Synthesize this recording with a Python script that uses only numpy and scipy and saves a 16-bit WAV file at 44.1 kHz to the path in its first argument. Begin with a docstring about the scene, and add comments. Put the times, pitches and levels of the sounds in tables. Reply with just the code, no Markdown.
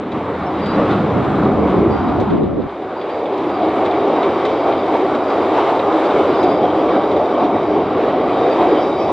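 """Electric trains on a viaduct junction

Trains roll slowly over a steel deck, heard in stereo: bands of noise rumble and roar, resonant noise rings
in wheels and girders, wavering tones squeal, and short bursts with a tick clack over rail gaps.
Gusts of low noise buffet each microphone until a wind filter cuts the bass and narrows the sound almost
to mono; later the filter eases."""
import sys
import numpy as np
from scipy import signal
from scipy.fft import rfft, irfft, next_fast_len
from scipy.io import wavfile

SR = 44100
rng = np.random.default_rng(int(sys.argv[2]) if len(sys.argv) > 2 else 0)


def bounce(signal):
    """Save signal as a 16-bit WAV file at the path given by the first command-line argument."""
    frames = np.transpose(np.atleast_2d(signal))
    limited = np.clip(frames, -1, 1)
    pcm = np.round(limited * 32767).astype(np.int16)
    wavfile.write(sys.argv[1], SR, pcm)


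N = 402191
SIZE = next_fast_len(N)
HZ = np.maximum(np.fft.rfftfreq(SIZE, 1 / SR), 1)
T = np.arange(N) / SR
SHUTS_S, EASES_S = 2.68, 6.15  # wind filter
BOOM_TOP_HZ = 600

# rail roar: at_s, level_db
ROAR_LEVEL = [(0, -29), (.17, -26), (.45, -24.5), (.8, -20), (1.8, -19), (2.2, -22), (2.52, -31.5),
              (2.85, -27), (3.1, -24.5), (3.45, -20.5), (3.85, -17), (4.5, -17.5), (5.2, -19),
              (5.65, -16.5), (6.4, -17.5), (7.15, -17), (7.5, -18.5), (8.1, -18), (8.5, -16.5), (9.12, -18)]
# treble: at_s, wheel_db and hiss_db (over the rolling spectrum), rim_db (over the roar)
TREBLE_LEVELS = [(0, 3.5, 0.5, -43), (.55, 3.5, 1.5, -26), (1.3, 1.7, 0.8, -39), (2.1, -0.5, -1, -30),
                 (2.5, 2, 0, -32), (3.65, 1.5, -0.5, -31), (4.1, 0, -1, -27.5), (6.2, -0.5, 0.7, -28),
                 (7.3, -3, -2.5, -26.5), (8.1, 0, -3, -29.5), (8.6, -1.5, -1.5, -26), (9.12, -2.5, 1, -24)]


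def undb(db):
    """Amplitude ratio of a level in dB."""
    return 10 ** (np.asarray(db) / 20)


def unit(x):
    """Scale to an RMS of 1."""
    return x / np.sqrt(np.mean(x ** 2))


def on_hz(table, hz):
    """A (Hz, dB) table read on a log-frequency axis."""
    table_hz, table_db = np.transpose(table)
    return np.interp(np.log(hz), np.log(table_hz), table_db)


def on_time(table):
    """Each column after the first, joined by straight lines over time."""
    s, *columns = np.transpose(table)
    return [np.interp(T, s, column) for column in columns]


def noise(gain):
    """Fresh noise with the given gain per frequency."""
    return irfft(rfft(rng.standard_normal(SIZE)) * gain, SIZE)[:N]


def walk(rate_hz):
    """Random levels joined by straight lines, spread near 1."""
    knots_s = np.arange(0, N / SR + 1, 1 / rate_hz)
    return 1.114 * np.interp(T, knots_s, rng.standard_normal(len(knots_s)))


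def rolling():
    """Deck, rail and wheel noise in half-octave steps, as mid and side; the treble clatters together."""
    # rolling spectrum: pitch_hz, relative density_db per Hz
    spectrum = [(15, -89.5), (48, -36.5), (80, -19.5), (133, -20), (240, -10), (293, -4), (389, -2.5),
                (736, -5), (1250, -14.5), (1660, -25), (2260, -29), (3900, -35.5), (4400, -43), (6300, -55),
                (9000, -63)]
    # extra while the filter is open: pitch_hz, lift_db
    open_lift = [(30, 16.5), (60, 2), (120, 1.5), (200, 0.5), (300, -1.5), (450, 2), (700, -3), (1200, 5),
                 (1700, 0.5), (2400, 3)]
    # stereo width: pitch_hz, side_minus_mid_db
    width = [(60, -66.5), (160, -52), (250, -21.5), (400, -12), (1040, -6.5), (1670, -8.5), (2680, -17),
             (4310, -16), (6000, -1.5), (9000, 6.5)]
    # narrowing under mono_hz: at_s, side_db
    narrowing = [(2.66, -16), (2.68, -45.5), (4.4, -39.5), (6.12, -29), (6.3, -21), (6.8, -15)]
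    # deck rumble over the roar, before the filter's bass lift: at_s, level_db
    deck = [(0, -5), (.5, -6.5), (.68, -1.5), (2.2, 0), (2.45, 6.5), (2.66, 1.5), (2.72, 6), (3.1, 0),
            (3.4, 1.5), (6.1, -1), (6.5, 2), (7.25, -2.5), (7.9, 2), (8.8, -3), (9.12, 3.5)]
    mono_hz = 1500
    bass_open_db, bass_eased_db = 16, 3
    lumps_db = 1.5  # extra unevenness below BOOM_TOP_HZ while the filter is open

    roar_db, is_open = on_time(ROAR_LEVEL)[0], filter_open()
    eased = np.clip((T - EASES_S) * 20, 0, 1)
    deck_db = on_time(deck)[0] + bass_open_db * is_open + bass_eased_db * eased
    wheel_db, hiss_db, _ = on_time(TREBLE_LEVELS)
    shape = undb(on_hz(spectrum, HZ))
    roar_range = (HZ > 450) & (HZ < 1400)
    scale = np.sqrt(2 * np.sum(shape[roar_range] ** 2) / SIZE)  # RMS of the roar range
    narrow_db, clatter = on_time(narrowing)[0], walk(7.7)
    surge_db = surges()
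    mid = side = 0
    for octave in np.arange(0, 9, .5):
        hz = 250 / 8 * 2 ** octave
        # neighbours add up to even power
        band = shape * np.cos(np.pi * np.clip(np.log2(HZ / hz), -.5, .5))
        deck_share = np.clip(np.log2(300 / hz) * 2, 0, 1)
        wheel_share = np.clip(np.log2(hz / 1200) * 2, 0, 1) * (hz < 5000)
        db = roar_db + deck_share * deck_db + wheel_share * wheel_db + (hz >= 5000) * hiss_db
        db = db + is_open * on_hz(open_lift, hz) * (hz < 2400)
        db = db + 1.2 * min(hz / 1500, 1) * clatter
        uneven_db = 1.0 + 0.7 * (240 < hz < 1500) + lumps_db * is_open * (hz < BOOM_TOP_HZ)
        db = db + uneven_db * walk(10) + surge_db[int(hz > BOOM_TOP_HZ)]
        side_db = db + on_hz(width, hz) + narrow_db * (hz < mono_hz)
        mid = mid + undb(db) * noise(band)
        side = side + undb(side_db) * noise(band)
    return np.array([mid, side]) / scale


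def rims():
    """Wheel rims, kept ringing by the rough rail, and girders ring with the roar."""
    # rim resonances: pitch_hz, width_hz, level_db (over the rim drive)
    rim_modes = [(2300, 78, -4.5), (3720, 50, -10), (3160, 430, -3), (3618, 57, -7.5), (3830, 180, -7),
                 (4760, 360, -9), (5600, 300, -18.5)]
    # girder and rail resonances: pitch_hz, width_hz, level_db (over the surging roar)
    girder_modes = [(107, 28, -29.5), (312.8, 49, -9), (393, 73, -7.5), (555.4, 34, -17.5), (727, 90, -10),
                    (1124, 170, -15.5), (1978, 140, -31.5), (2233, 220, -27.5), (2440, 98, -37.5)]
    roar_db = on_time(ROAR_LEVEL)[0]
    wheels = ringing(rim_modes, roar_db + on_time(TREBLE_LEVELS)[-1], swell_db=2.5, rate_hz=14)
    girders = ringing(girder_modes, roar_db + surges()[0], swell_db=3, rate_hz=11)
    return wheels, girders


def ringing(modes, drive_db, swell_db, rate_hz):
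    """Noise in each resonance, swelling on its own around a common drive."""
    out = 0
    for hz, width_hz, db in modes:
        resonance = 1 / (1 + ((HZ - hz) / width_hz * 2) ** 2)
        level_db = drive_db + db + swell_db * walk(rate_hz)
        out = out + undb(level_db) * unit(noise(resonance))
    return out


def squeals():
    """Flange squeals and rail singing: tones that start fast, waver, fray and die away, as mid and side."""
    # start_s, length_s, start_hz, end_hz, level_db, side_minus_mid_db, pitch_raggedness_hz
    tones = [(.455, .04, 5350, 5350, -55, 3, 10), (.54, .05, 3790, 3830, -48, -8, 20),
             (.6, .028, 3790, 3800, -46, -8, 20), (.612, .2, 4733, 4733, -48.5, 3, 0),
             (1.9, .12, 4733, 4733, -51, 1, 0), (2.96, .12, 4733, 4733, -54, -3, 0),
             (3.1, .15, 4733, 4733, -53, -3, 0), (.684, .06, 3860, 3950, -46, -8, 30),
             (.742, .025, 3960, 3970, -45, -8, 20), (3.533, .09, 4740, 4733, -51, -6, 5),
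             (4.33, .11, 4750, 4750, -52, -3, 40), (6.05, .07, 4760, 4760, -51, -3, 40),
             (6.077, .07, 3580, 3560, -45, -8, 30), (6.099, .17, 3060, 3080, -44, -7, 40),
             (6.101, .15, 2230, 2250, -42, -9, 40), (6.18, .08, 3540, 3600, -48, -6, 30),
             (6.342, .07, 3590, 3580, -43, -9, 30), (6.502, .06, 3580, 3530, -45, -9, 30),
             (6.335, .32, 4900, 4800, -50, 0, 90), (6.878, .03, 2300, 2000, -37, -16, 90),
             (6.905, .07, 1850, 1480, -35, -16, 150), (8.28, .14, 2470, 2500, -44, -13, 60),
             (8.46, .13, 2530, 2540, -42, -9, 30), (8.602, .09, 2560, 2600, -42, -9, 30),
             (8.362, .07, 3760, 3740, -45, -13, 30), (8.42, .13, 3700, 3660, -45, -13, 25),
             (8.685, .07, 3770, 3720, -45, -6, 30), (8.857, .24, 3780, 3740, -45, -7, 45),
             (8.96, .14, 1200, 1190, -31, -20, 15), (9.0, .1, 2530, 2520, -43, -9, 40),
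             (8.494, .12, 4740, 4780, -49, -1, 50), (8.77, .13, 4880, 4760, -49, -8, 90),
             (8.8, .13, 5550, 5550, -53, -3, 100), (8.99, .07, 5400, 5500, -51, 2, 110),
             (8.95, .16, 4800, 4850, -51, -5, 120)]
    out = np.zeros((2, N))
    waver, flutter, fray = walk(18), walk(70), walk(160)
    for s, length_s, hz0, hz1, db, side_db, ragged_hz in tones:
        span = slice(int(s * SR), int((s + length_s) * SR))
        u = ((T[span] - s) / length_s).clip(0, 1)
        hz = hz0 + (hz1 - hz0) * u + 5.5 * waver[span] + ragged_hz * fray[span]
        phase = 2 * np.pi * np.cumsum(hz) / SR
        level_db = db + 1.5 * waver[span] + (1.5 + ragged_hz / 40) * flutter[span]
        envelope = np.minimum(u * length_s / .01, 1) * (1 - u ** 2.3)  # 10 ms attack
        mid_side = np.array([np.sin(phase), undb(side_db) * np.cos(phase)])
        out[:, span] += np.sqrt(2) * undb(level_db) * envelope * mid_side
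    return out


def clacks():
    """Wheels over rail gaps: a sharp steel tick and a burst smeared by the girders, plus random small knocks."""
    # blows: start_s, level_db (before burst_db and tick_db), brightness_db
    blows = [(0.1181, -28, -3), (0.3894, -38, 2), (0.6594, -25, 0), (0.7761, -43, 2), (0.9084, -24, -9),
             (1.2411, -37, -4), (2.1999, -29, 2), (2.3052, -30, -7), (2.4329, -34, -9), (2.6194, -37, -20),
             (2.6938, -35, -16), (2.8194, -36, -6), (3.0121, -32, -15), (3.0919, -30.5, -4),
             (3.2565, -27.5, -8), (3.3752, -30, 0), (3.8594, -36, -5), (4.116, -35, -4), (4.2293, -22, -9),
             (4.3056, -35, -2), (4.4505, -21.5, 1), (4.7237, -24, -13), (4.9402, -29, -7), (5.1494, -31, 4),
             (5.5628, -50, -7), (5.691, -28, -13), (5.7932, -21, -10), (6.108, -25, -9), (6.2342, -33, -5),
             (6.4288, -24, 3), (6.8834, -31, -9), (7.3994, -27, -12), (7.6294, -36, -3)]
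    # burst spectrum: pitch_hz, level_db
    spectrum = [(150, -45), (400, -5), (1000, -7.5), (2200, -0.5), (2900, -8), (3600, -3), (4400, -14.5),
                (6000, -20.5), (9000, -31.5)]
    burst_db = 6.5
    tick_hz, tick_db, tick_s = 3705, 11, 0.0018
    knocks_per_s, knock_db, knock_spread_db = 20, -20.5, 4  # levels over the roar

    shape = undb(on_hz(spectrum, HZ))
    dull = noise(shape * (HZ < 5000))
    bright = noise(shape * (HZ >= 5000))
    roar_db = on_time(ROAR_LEVEL)[0]
    chance = rng.random((int(knocks_per_s * N / SR), 2)) * [(N - 1) / SR, 1]
    knocks = []
    for s, p in chance:
        db = roar_db[int(s * SR)] + knock_db - knock_spread_db * np.log(1 - .9 * p)
        knocks.append((s, db, -4.0))
    out = np.zeros(N)
    for s, db, bright_db in blows + knocks:
        span = slice(int(s * SR), int((s + .15) * SR))
        u = (T[span] - s).clip(0)
        burst = np.exp(-u / 0.016) * dull[span] + undb(bright_db) * np.exp(-u / 0.011) * bright[span]
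        burst = (1 - np.exp(-u / 0.0013)) * burst
        pitch_hz = tick_hz * (0.94 + 0.11 * rng.random())
        tick = u / tick_s * np.exp(-u / tick_s * 2) * np.sin(2 * np.pi * pitch_hz * u)
        out[span] += undb(db) * (undb(burst_db) * burst + undb(tick_db) * tick)
    return out


def wind():
    """Turbulence, unrelated on the two microphones, until the filter shuts."""
    # gusts with steady slopes in dB: peak_s, peak_db
    gusts = [(.92, -28.5), (1.16, -23.5), (1.2, -19.5), (1.5, -32), (1.62, -19), (1.78, -20), (1.92, -18.5),
             (2.2, -14), (2.34, -13.5), (2.43, -14), (2.58, -19)]
    # wind building up: at_s, level_db (on each microphone)
    breeze = [(0, -69), (.5, -56), (.85, -38.5), (1.4, -29.5), (2.1, -25), (2.4, -18), (2.66, -23.5)]
    # turbulence spectrum: pitch_hz, relative density_db per Hz
    buffet = [(18, -76), (30, -44.5), (214, -1.5), (420, 0), (520, -14.5), (595, -8), (841, -22.5),
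              (944, -21), (3000, -71), (3900, -92), (6600, -120)]
    rise_db_per_s, fall_db_per_s = 191.5, 160.5

    levels_db = on_time(breeze)
    for s, db in gusts:
        levels_db.append(db - np.maximum(rise_db_per_s * (s - T), fall_db_per_s * (T - s)))
    gust = undb(np.max(levels_db, axis=0)) * filter_open()
    shape = undb(on_hz(buffet, HZ))
    return np.array([gust * undb(3.5 * walk(21.94)) * unit(noise(shape)) for _ in range(2)])


def filter_open():
    """1 until the wind filter shuts, fading to 0 within 12 ms."""
    return np.clip((SHUTS_S - T) / .012 , 0, 1)


def surges():
    """Bell-shaped lifts in dB as wheelsets thump over the points, for the boom and the roar above it."""
    # peak_s, boom_lift_db, roar_lift_db
    thumps = [(0.16, 3.5, 2.3), (0.43, 3.5, 1.5), (0.92, 1.5, 2), (1.17, 2, 1), (1.46, 3, 0), (1.63, 2, -2),
              (1.87, 4.5, -3), (2.21, 3.5, 1), (2.43, 3, -3), (2.56, 2.5, -2), (3.26, 0.5, -2),
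              (3.66, 2.5, 0.5), (4.69, 2.2, 3.3), (4.95, 2.5, 3.5), (5.15, 3.5, 1.5), (5.58, 0, 4),
              (5.7, -1, 2.7), (6.18, 4.5, 1), (6.45, 2, -0.5), (6.65, 3.5, 1), (6.96, 2.6, 2),
              (7.16, 2.5, -2.2), (7.43, 3.5, 3.5), (7.55, 3.5, 1.5), (7.77, 2.5, 2), (8.62, 3, 2.5),
              (8.72, 2, 0)]
    surge_s = 0.025
    out = np.zeros((2, N))
    for s, boom_db, roar_db in thumps:
        span = slice(int(max(s - 4 * surge_s, 0) * SR), int((s + 4 * surge_s) * SR))
        bell = np.exp(-.5 * ((T[span] - s) / surge_s) ** 2)
        out[:, span] += np.array([[boom_db], [roar_db]]) * bell
    return out


def scene():
    """Mix all sources; mid and side become left and right."""
    mid, side = rolling() + squeals()
    wheels, girders = rims()
    steel = wheels + clacks()
    # the two microphones hear the ringing steel one sample apart
    lagged = np.array([steel, np.roll(steel, 1)])
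    return mid + girders + side * np.array([[1], [-1]]) + lagged + wind()


def record(dry):
    """Lower by 1 dB, round the loudest peaks smoothly and cut the top."""
    ceiling, top_hz = .97, 9050
    loud = dry * undb(-1)
    held = loud / (1 + (loud / ceiling) ** 4) ** .25
    low_pass = signal.ellip(12, .2, 60, top_hz, fs=SR, output="sos")
    return signal.sosfilt(low_pass, held)


dry = scene()
out = record(dry)
bounce(out)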